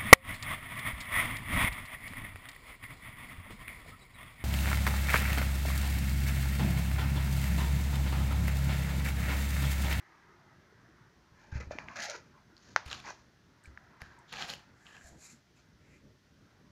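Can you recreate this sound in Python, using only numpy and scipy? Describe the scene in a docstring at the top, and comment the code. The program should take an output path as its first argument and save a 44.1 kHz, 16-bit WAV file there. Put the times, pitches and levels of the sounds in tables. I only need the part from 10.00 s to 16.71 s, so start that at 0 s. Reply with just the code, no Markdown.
"""Someone shifts about beside a water tub in a quiet garden, carrying the microphone; air rumbles faintly.
A soft mid-pitched hush swells at the start and again near 4 s; faint soft plops sound from 0.7 s.
From about 1 s feet thud and scuff on a gritty plastic ground sheet, and the tub rings with the scuffs.
At 2.76 s hard plastic gives one sharp click, amid a few small ones; from 2.85 s the sheet crunches.
From 4.7 s clothing swishes. Ground and nearby pots answer briefly; steps shake the microphone."""
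import sys
import numpy as np
from scipy import signal
from scipy.fft import rfft, irfft, next_fast_len
from scipy.io import wavfile
from scipy.ndimage import uniform_filter1d, map_coordinates

SR = 44100
rng = np.random.default_rng(int(sys.argv[2]) if len(sys.argv) > 2 else 0)


def inscribe(sig):
    """Save sig as 16-bit PCM at rate SR to the path in sys.argv[1].

    A 1-D sig is mono; a 2-D sig holds one channel per row.
    Samples are clipped to [-1, 1] before scaling.
    """
    pcm = np.round(np.clip(np.atleast_2d(sig).T, -1, 1) * 32767)
    wavfile.write(sys.argv[1], SR, pcm.astype(np.int16))


N = 295911

# air rumble and a soft hush that swells at the start and near 4 s: time_s, rumble_db, hush_db
BACKGROUND_LEVELS = [(0, -69.5, -60.5), (.3, -64, -63), (.7, -63.5, -66.5), (.98, -61, -64.5),
                     (1.12, -67.5, -70), (1.8, -60, -68.5), (2.4, -63, -70), (2.65, -64.5, -71),
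                     (3.1, -60.5, -68), (3.4, -64.5, -71.5), (3.8, -63.5, -66.5), (4.05, -64, -62),
                     (4.7, -67.5, -66.5), (5.1, -64, -71.5), (5.35, -64.5, -71.5), (5.45, -65.5, -75),
                     (5.75, -65, -71), (6.15, -64.5, -75), (6.35, -66.5, -74), (6.55, -65.5, -69),
                     (6.7, -66, -72.5)]
# decay of the yard's scatter: freq_hz, t60_s
YARD_DECAY = [(100, 0.48), (1200, 0.21), (5000, 0.26), (12000, 0.0955)]
# plastic tub modes: freq_hz, width_hz, level_db
TUB_MODES = [(549.5, 16, -7), (779, 48.7, -6), (795, 25, -8), (944, 13, -3.5), (1390, 55, -4.5),
             (1800, 29, 4), (2030, 23, -7.5)]
# clothing brushing past: start_s, rise_s, hold_s, t60_s, hiss_db, fold_db, fold_hz
CLOTH_STROKES = [(4.727, 0.16, 0.11, 0.85, -69, -63, 1700), (4.993, 0.076, 0.019, 0.13, -60.5, -77, 2080),
                 (5.01, 0.043, 0.11, 0.21, -72, -63, 687), (5.168, 0.086, 0.0094, 0.17, -54.5, -67, 2200),
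                 (5.27, 0.036, 0.013, 0.19, -58, -68.5, 2190),
                 (5.545, 0.025, 0.015, 0.17, -76, -76.5, 2505),
                 (5.777, 0.16, 0.027, 0.17, -75.5, -67.5, 2130)]
# fine grit ticking: start_s, peak_db, resonance_hz
GRIT_TICKS = [(2.098, -48.5, 9400), (2.862, -53.5, 10500), (3, -57, 8100), (3.638, -54, 8000),
              (3.658, -57.5, 7800), (4.017, -52.5, 11000), (4.189, -56.5, 7400), (4.327, -47, 10100),
              (4.5005, -47.5, 11500), (4.537, -53, 12000), (5.07, -53, 7340), (5.087, -52, 7250)]
# creases and grit snapping: start_s, level_db, resonance_hz
CREASE_SNAPS = [(1.5225, -53, 1710), (1.603, -47, 2000), (1.6088, -41, 2000), (1.7173, -47, 1500),
                (1.7235, -46, 2000), (1.9585, -40, 1590), (2.0987, -25, 6400), (2.109, -39, 6030),
                (2.116, -30, 6300), (2.567, -43, 4900), (2.579, -46, 4770), (2.862, -42, 3260),
                (2.9013, -35, 4000), (2.9142, -27, 3420), (2.929, -22, 3700), (2.955, -39, 4200),
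                (2.982, -50, 3800), (3.001, -38, 3600), (3.076, -50, 2200), (3.104, -34.5, 5880),
                (4.018, -44, 4870), (4.3268, -28.5, 3220), (4.339, -30, 1900), (4.36, -37, 3000),
                (4.37, -32, 2840), (4.409, -35, 3460), (4.4129, -39, 4070), (4.4237, -22.5, 3350),
                (4.496, -29, 3330), (4.5004, -24, 4150), (4.504, -32, 4640), (4.5369, -28, 3060),
                (4.867, -39.5, 2970), (4.9325, -52, 2900), (4.954, -52, 2710), (4.967, -42, 2560)]
# soles sliding: start_s, rise_s, hold_s, t60_s, rub_db, grit_db, hollow_db, hollow_hz
SOLE_STROKES = [(1.325, 0.077, 0.03, 1, -64.5, -74, -75, 1630),
                (1.516, 0.0022, 0.03, 0.12, -55.5, -65.5, -60, 1580),
                (1.535, 0.023, 0.017, 0.14, -49.5, -62, -62, 1880),
                (1.6, 0.003, 0.0069, 0.18, -47, -57.5, -58, 1990),
                (1.705, 0.008, 0.0052, 0.29, -45.5, -58.5, -51.5, 630),
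                (1.79, 0.0025, 0.0052, 0.38, -48, -64.5, -68, 1970),
                (1.875, 0.0054, 0.11, 0.32, -52, -67, -75, 1820),
                (1.955, 0.004, 0.033, 0.6, -41.5, -51, -56.5, 604),
                (1.959, 0.056, 0.027, 0.2, -43.5, -45.5, -43, 1820),
                (2.001, 0.043, .02, 0.24, -58, -46, -49.5, 750),
                (2.084, 0.011, 0.0186, 0.051, -42.5, -46.5, -42.5, 598),
                (2.113, 0.024, 0.0164, 0.13, -42.5, -51, -58, 930),
                (2.321, .05, .01, 0.17, -67, -85, -64, 1050),
                (2.537, 0.14, 0.032, 0.5, -69, -65, -78, 1900),
                (3.03, 0.044, 0.033, 0.063, -43.5, -53, -51.5, 990),
                (3.095, 0.0062, 0.005, 0.44, -60, -60.5, -66.5, 1040),
                (5.56, .02, 0.019, 0.16, -71.5, -73, -82, 3210)]
# sheet crumpling: start_s, rise_s, hold_s, t60_s, rub_db, crackle_db, fizz_db, hollow_db, hollow_hz
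SHEET_STROKES = [(2.849, 0.014, 0.015, 0.25, -52.5, -56, -70, -80, 2940),
                 (2.874, 0.043, 0.005, 0.5, -49, -48, -88, -60.5, 1310),
                 (3.624, 0.032, 0.0054, 0.19, -77, -66, -77, -64, 1570),
                 (4.002, 0.0047, 0.014, 0.56, -58.5, -62.5, -90, -59, 1610),
                 (4.272, 0.028, 0.015, 0.27, -77, -59, -101, -62, 3370),
                 (4.32, 0.0056, 0.082, 0.23, -48, -50.5, -74, -66, 1730),
                 (4.376, 0.036, 0.029, 0.42, -44, -45.5, -72.5, -55.5, 734),
                 (4.471, 0.019, 0.026, 0.22, -50.5, -46, -60, -59.5, 583),
                 (4.854, 0.0038, 0.099, 0.38, -62, -67.5, -102, -72.5, 2900)]
# foot thuds and faint soft plops (0.724, 0.887, 2.525 s): start_s, peak_db, pitch_hz, t60_s
THUDS_AND_PLOPS = [(0.724, -55, 417, 0.055), (0.887, -57, 322, 0.099), (1.01, -55, 120, 0.094),
                   (1.32, -55, 106, 0.07), (1.5248, -32, 90, 0.07), (1.5546, -26.5, 90, 0.069),
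                   (1.571, -30.5, 81.5, 0.05), (1.603, -41.5, 490, 0.042), (1.67, -37.5, 73, 0.073),
                   (1.710, -31, 595, 0.019), (1.753, -40, 292, 0.028), (2.525, -54.5, 335, 0.076),
                   (2.861, -40, 73.6, 0.066), (3.675, -45.5, 74, 0.092), (4.02, -40, 88.5, 0.026),
                   (5.045, -50.5, 63, 0.076), (5.12, -51, 62, 0.069), (5.33, -54, 231, 0.074)]
# hard plastic flipping: start_s, level_db, pitch_hz, t60_s, snap_relative_db
PLASTIC_CLICKS = [(1.7858, -30.5, 850, 0.0037, -30), (1.7866, -24, 2265, 0.0023, -13.5),
                  (1.8853, -30.5, 2230, 0.0026, -19), (2.7622, -7.5, 1530, 0.0024, -9.5),
                  (2.7643, -36, 1480, 0.0077, 5), (2.7748, -34.5, 1410, 0.0041, -15),
                  (3.656, -47.5, 2320, 0.015, -14), (3.775, -34.5, 1700, 0.0041, -42),
                  (4.0186, -31.5, 1900, 0.0017, -11)]

# low rumble of air and shaken microphone: freq_hz, level_db
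RUMBLE_SPECTRUM = [(12, -34), (20, -21.5), (54, -2.5), (107, 0), (145, 0.5), (274, -6), (344, -9),
                   (551, -15.5), (600, -12.5), (780, -42), (1320, -120)]
# soft mid-pitched hush: freq_hz, level_db
HUSH_SPECTRUM = [(210, -41.5), (350, -4.5), (496, -20), (700, -9.5), (1100, -8.5), (1500, -7.5),
                 (2000, -9.5), (2840, -29.5), (5000, -34), (8000, -58)]
# microphone hiss: freq_hz, level_db
HISS_SPECTRUM = [(300, -15.5), (1000, -2), (3000, 0.5), (6000, -0.5), (7960, -14), (11000, -16.5),
                 (15500, -18.5)]
# sliding fabric: freq_hz, level_db
CLOTH_SPECTRUM = [(1760, -8.5), (3000, -14.5), (4030, -2), (5610, -2), (7400, 4.5), (8880, -13.5),
                  (10600, -9.5), (12400, -16.5), (15500, -31.5)]
# rubbing sole: freq_hz, level_db
SOLE_SPECTRUM = [(120, -48.5), (200, -9), (400, -8), (528, -8.5), (639, -1), (703, -2.5), (972, -0.5),
                 (1230, -5.5), (1750, -2), (1900, -6.5), (2070, -4.5), (2440, -3.5), (3500, -31),
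                 (4550, -21), (7700, -120)]
# coarse grit: freq_hz, level_db
GRIT_SPECTRUM = [(1410, -34), (2400, -6), (2720, -2), (3400, -2.5), (4410, 2), (6270, 2.5), (6780, -1),
                 (8560, -31), (9410, -25.5), (10500, -26.5), (11400, -25.5), (13100, -37), (15500, -37.5)]
# fizz of the sharpest contacts: freq_hz, level_db
FIZZ_SPECTRUM = [(5000, -33), (8000, 2.5), (11000, -2), (13500, -9.5), (15500, -2)]
# body of the ground sheet: freq_hz, level_db
SHEET_SPECTRUM = [(88, -40), (150, 0), (335, -12), (446, -4), (658, -4.5), (737, 2), (1130, 0),
                  (1520, -5.5), (3000, -13.5), (3900, -24), (6600, -120)]
# crackling creases: freq_hz, level_db
CREASE_SPECTRUM = [(940, -32.5), (1600, 1), (1880, -3), (2210, 1), (2750, 1.5), (3230, 0.5), (3550, 0.5),
                   (4260, 3.5), (7250, -5), (8050, -23), (10900, -22.5), (12000, -23), (15500, -40)]
# snap of hard plastic: freq_hz, level_db
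SNAP_SPECTRUM = [(300, -24), (700, 6), (2000, -22), (3200, -6.5), (4300, -2), (5200, -3), (6500, -5),
                 (7500, -43.5), (8500, -41.5), (15000, -37)]
# rattle after a click: freq_hz, level_db
RATTLE_SPECTRUM = [(250, -23), (500, 0), (900, 1), (1400, 2), (2100, -4), (3000, -10), (5000, -9.5),
                   (6500, -15), (8000, -37.5), (15000, -53)]


def amp(db):
    """Decibels to gain."""
    return 10 ** (np.asarray(db) / 20)


def unit(x):
    """Scale to rms 1."""
    return x / np.sqrt(np.mean(x ** 2) + 1e-20)


def along(points, hz):
    """(freq_hz, value) points read on a log axis."""
    freq_hz, values = np.transpose(points)
    return np.interp(np.log(hz + 1), np.log(freq_hz + 1), values)


def add(track, start_s, sound):
    """Mix a sound into a track."""
    part = track[round(start_s * SR):][:len(sound)]
    part += sound[:len(part)]


def filtered(x, response):
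    """x through a frequency response."""
    size = next_fast_len(N + 8192)
    return irfft(rfft(x, size) * response(np.fft.rfftfreq(size, 1 / SR)), size)[:N]


def coloured(x, spectrum):
    """x through a spectrum, at rms 1."""
    return unit(filtered(x, lambda hz: amp(along(spectrum, hz))))


def impulse(spectrum, size=1024):
    """Minimum-phase impulse with this spectrum, peak 1."""
    magnitude = amp(along(spectrum, np.fft.rfftfreq(size, 1 / SR)))
    cepstrum = irfft(np.log(magnitude + 1e-6))
    cepstrum[1:size // 2] *= 2
    cepstrum[size // 2 + 1:] = 0
    pulse = irfft(np.exp(rfft(cepstrum)))
    return pulse / np.abs(pulse).max()


def ring(hz, t60_s, attack_s):
    """One damped mode with a soft start, peak 1."""
    t = np.arange(SR // 5) / SR
    wave = np.sin(2 * np.pi * hz * t) * amp(-60 * t / t60_s) * (1 - np.exp(-t / attack_s))
    return wave / np.abs(wave).max()


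def wobble(rate_hz, depth_db):
    """Smooth random gain."""
    knots = rng.standard_normal(int(N * rate_hz / SR) + 4)
    return amp(depth_db * map_coordinates(knots, [np.arange(N) * rate_hz / SR]))


def patchy(x, depth_db, below_hz=2800):
    """Lower bands swell and fade independently, shifting the colour; rms 1."""
    hz, _, bands = signal.stft(x, SR, nperseg=512)
    field = uniform_filter1d(rng.standard_normal(bands.shape), size=2, axis=0)
    field = unit(uniform_filter1d(field, size=22, axis=1))
    swell_db = field * depth_db / (1 + (hz[:, None] / below_hz) ** 2)
    return unit(signal.istft(bands * amp(swell_db), SR, nperseg=512)[1][:N])


def gains(strokes):
    """Strokes build, hold and decay: one gain curve per level column."""
    t, power = np.arange(N) / SR, 0
    for start_s, rise_s, hold_s, t60_s, *levels_db in strokes:
        rise = np.clip((t - start_s) / rise_s, 0, 1)
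        decay = amp(-60 * np.maximum(t - start_s - rise_s - hold_s, 0) / t60_s)
        power = power + np.outer(amp(levels_db), rise * decay) ** 2
    return np.sqrt(power)


def grains(rate_hz, spread_db, share):
    """Tiny uneven contacts take a share of the power; the rest is smooth friction."""
    contacts = (rng.random(N) < rate_hz / SR) * rng.choice([-1, 1], N)
    sizes = amp(spread_db * np.clip(rng.standard_normal(N), -2, 2))
    return np.sqrt(share) * unit(contacts * sizes) + np.sqrt(1 - share) * rng.standard_normal(N)


def background(hiss_db=-74):
    """Uneven low air rumble, a soft swelling hush and steady microphone hiss."""
    time_s, *levels_db = np.transpose(BACKGROUND_LEVELS)
    rumble_gain, hush_gain = [amp(np.interp(np.arange(N) / SR, time_s, db)) for db in levels_db]
    rumble = unit(coloured(rng.standard_normal(N), RUMBLE_SPECTRUM) * wobble(rate_hz=14, depth_db=2.7))
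    hiss = coloured(rng.standard_normal(N), HISS_SPECTRUM)
    hush = patchy(coloured(rng.standard_normal(N), HUSH_SPECTRUM), depth_db=3.2)
    return rumble_gain * rumble + hush_gain * hush + amp(hiss_db) * hiss


def jostle(steps, gain_db=-27, exponent=0.66, settle_s=0.032):
    """Each shift of weight shakes the carried microphone, which rumbles until it settles."""
    pole = np.exp(-1 / (settle_s * SR))
    shake = signal.lfilter([1 - pole], [1, -pole], np.abs(steps))
    return amp(gain_db) * shake ** exponent * coloured(rng.standard_normal(N), RUMBLE_SPECTRUM)


def yard(x, wet_db, bounce_s=0.016, bounce_db=-27):
    """One bounce off the ground and a short scatter from pots and walls."""
    hz, t, bands = signal.stft(rng.standard_normal(SR // 3), SR, nperseg=256)
    decay = amp(-60 * t / along(YARD_DECAY, hz)[:, None])
    tail = signal.istft(bands * decay, SR, nperseg=256)[1]
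    scatter = signal.fftconvolve(x, tail / np.linalg.norm(tail))[:N]
    bounce = filtered(x, lambda f: np.exp(-2j * np.pi * f * bounce_s))
    return amp(bounce_db) * bounce + amp(wet_db) * scatter


def tub(x, gain_db=-3):
    """The nearby plastic tub rings along in a few short modes."""
    def modes(f):
        return sum((-1) ** k * amp(db) * 1j * f * width_hz / (hz ** 2 - f ** 2 + 1j * f * width_hz)
                   for k, (hz, width_hz, db) in enumerate(TUB_MODES))
    return amp(gain_db) * filtered(x, modes)


def hollow(strokes, contacts, q):
    """A gap or fold rings at its own pitch in each stroke."""
    out = np.zeros(N)
    for start_s, rise_s, hold_s, t60_s, *_, db, hz in strokes:
        gain, = gains([(start_s, rise_s, hold_s, t60_s, db)])
        gap = signal.iirpeak(hz, q, SR)
        out += gain * unit(signal.lfilter(*gap, signal.lfilter(*gap, contacts)))
    return out


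def swishes(hiss_db=-1):
    """Fabric slides over itself with a fine hiss; its folds catch unevenly and sound hollow."""
    hiss_gain, = gains([row[:-2] for row in CLOTH_STROKES])
    fibres = grains(rate_hz=1700, spread_db=2, share=0.59)
    folds = patchy(fibres * wobble(rate_hz=60, depth_db=1.5), depth_db=4)
    hiss = amp(hiss_db) * hiss_gain * coloured(fibres, CLOTH_SPECTRUM)
    return hiss + hollow(CLOTH_STROKES, folds, q=2.8)


def ticks(t60_s=0.0175, q=7):
    """Single hard grains skid and ring, high and brief."""
    out, t = np.zeros(N), np.arange(SR // 50) / SR
    for start_s, peak_db, hz in GRIT_TICKS:
        skid = rng.standard_normal(len(t)) * amp(-60 * t / t60_s)
        tick = signal.lfilter(*signal.iirpeak(hz, q, SR), skid)
        add(out, start_s, amp(peak_db) * tick / np.abs(tick).max())
    return out


def snaps(gain_db=-1, t60_s=0.004, body_db=-12, ring_db=3, q=6.7):
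    """The largest creases and grains let go in short bursts, each with its own resonance."""
    out, t = np.zeros(N), np.arange(SR // 50) / SR
    colour = impulse(CREASE_SPECTRUM) + amp(body_db) * impulse(SHEET_SPECTRUM)
    for start_s, db, hz in CREASE_SNAPS:
        burst = np.convolve(rng.standard_normal(len(t)) * amp(-60 * t / t60_s), colour)
        resonance = signal.lfilter(*signal.iirpeak(hz, q, SR), burst)
        snap = unit(burst) + amp(ring_db) * unit(resonance)
        add(out, start_s, amp(db + gain_db) * snap / np.abs(snap).max())
    return out


def scuffs(body_db=-1, fizz_db=-62, fizz_exponent=4):
    """Fine grit sounds in a dragged sole and the gap under it; coarse grit crackles, fizzes if pressed."""
    rub_gain, grit_gain = gains([row[:-2] for row in SOLE_STROKES])
    fine = grains(rate_hz=3000, spread_db=2, share=0.32) * wobble(rate_hz=90, depth_db=0.7)
    coarse = grains(rate_hz=900, spread_db=3, share=0.65) * wobble(rate_hz=140, depth_db=1.8)
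    rub = rub_gain * patchy(coloured(fine, SOLE_SPECTRUM), depth_db=5.5)
    body = amp(body_db) * (rub + hollow(SOLE_STROKES, fine, q=3.3))
    crackle = grit_gain * coloured(coarse, GRIT_SPECTRUM)
    pressure = grit_gain / grit_gain.max()
    fizz = amp(fizz_db) * pressure ** fizz_exponent * coloured(coarse, FIZZ_SPECTRUM)
    return body + tub(body) + crackle + fizz


def crunches(rub_db=-3.5, crackle_db=-1.5):
    """The sheet gives way in clumps of small buckles; only the sharpest fizz."""
    rub_gain, crackle_gain, fizz_gain = gains([row[:-2] for row in SHEET_STROKES])
    buckles = grains(rate_hz=1400, spread_db=4, share=0.45) * wobble(rate_hz=110, depth_db=1.6)
    sharpest = grains(rate_hz=500, spread_db=4, share=0.7) * wobble(rate_hz=160, depth_db=3)
    rub = amp(rub_db) * rub_gain * coloured(buckles, SHEET_SPECTRUM)
    crackle = amp(crackle_db) * crackle_gain * coloured(buckles, CREASE_SPECTRUM)
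    fizz = fizz_gain * coloured(sharpest, FIZZ_SPECTRUM)
    return rub + crackle + fizz + hollow(SHEET_STROKES, buckles, q=2.7)


def thuds_and_plops():
    """Thuds of weight landing and a few faint plops: one quickly damped mode each."""
    out = np.zeros(N)
    for start_s, peak_db, hz, t60_s in THUDS_AND_PLOPS:
        add(out, start_s, amp(peak_db) * ring(hz, t60_s, attack_s=0.29 / hz))
    return out


def clicks(chatter_db=-27, chatter_t60_s=0.016, rattle_db=-36, rattle_t60_s=0.34, highpass_hz=380):
    """Stiff plastic flips: damped mode, bright snap, chatter, faint rattle. The thin wall has no bass."""
    out, t = np.zeros(N), np.arange(SR // 5) / SR
    snap, colour = impulse(SNAP_SPECTRUM), impulse(RATTLE_SPECTRUM)
    colour /= np.linalg.norm(colour)
    fade = amp(chatter_db - 60 * t / chatter_t60_s) + amp(rattle_db - 60 * t / rattle_t60_s)
    for start_s, db, hz, t60_s, snap_db in PLASTIC_CLICKS:
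        rattle = np.convolve(rng.standard_normal(len(t)) * fade, colour)
        add(out, start_s, -amp(db) * ring(hz, t60_s, attack_s=4 / hz))
        add(out, start_s, -amp(db + snap_db) * snap)
        add(out, start_s, amp(db) * rattle)
    return signal.lfilter(*signal.butter(2, highpass_hz, "high", fs=SR), out)


def scene():
    """Movements and their reflections over the background, mono."""
    impacts = thuds_and_plops() + crunches()
    plastic = clicks()
    movement = impacts + scuffs() + snaps() + ticks() + swishes()
    reflections = yard(movement, wet_db=-11.5) + yard(plastic, wet_db=-25)
    return (movement + plastic + reflections + jostle(impacts) + background())[None]


def record(dry, top_hz=15600):
    """Brick-wall low-pass at the recorder's band limit."""
    return filtered(dry[0], lambda hz: hz < top_hz)[None]


dry = scene()
out = record(dry)
inscribe(out)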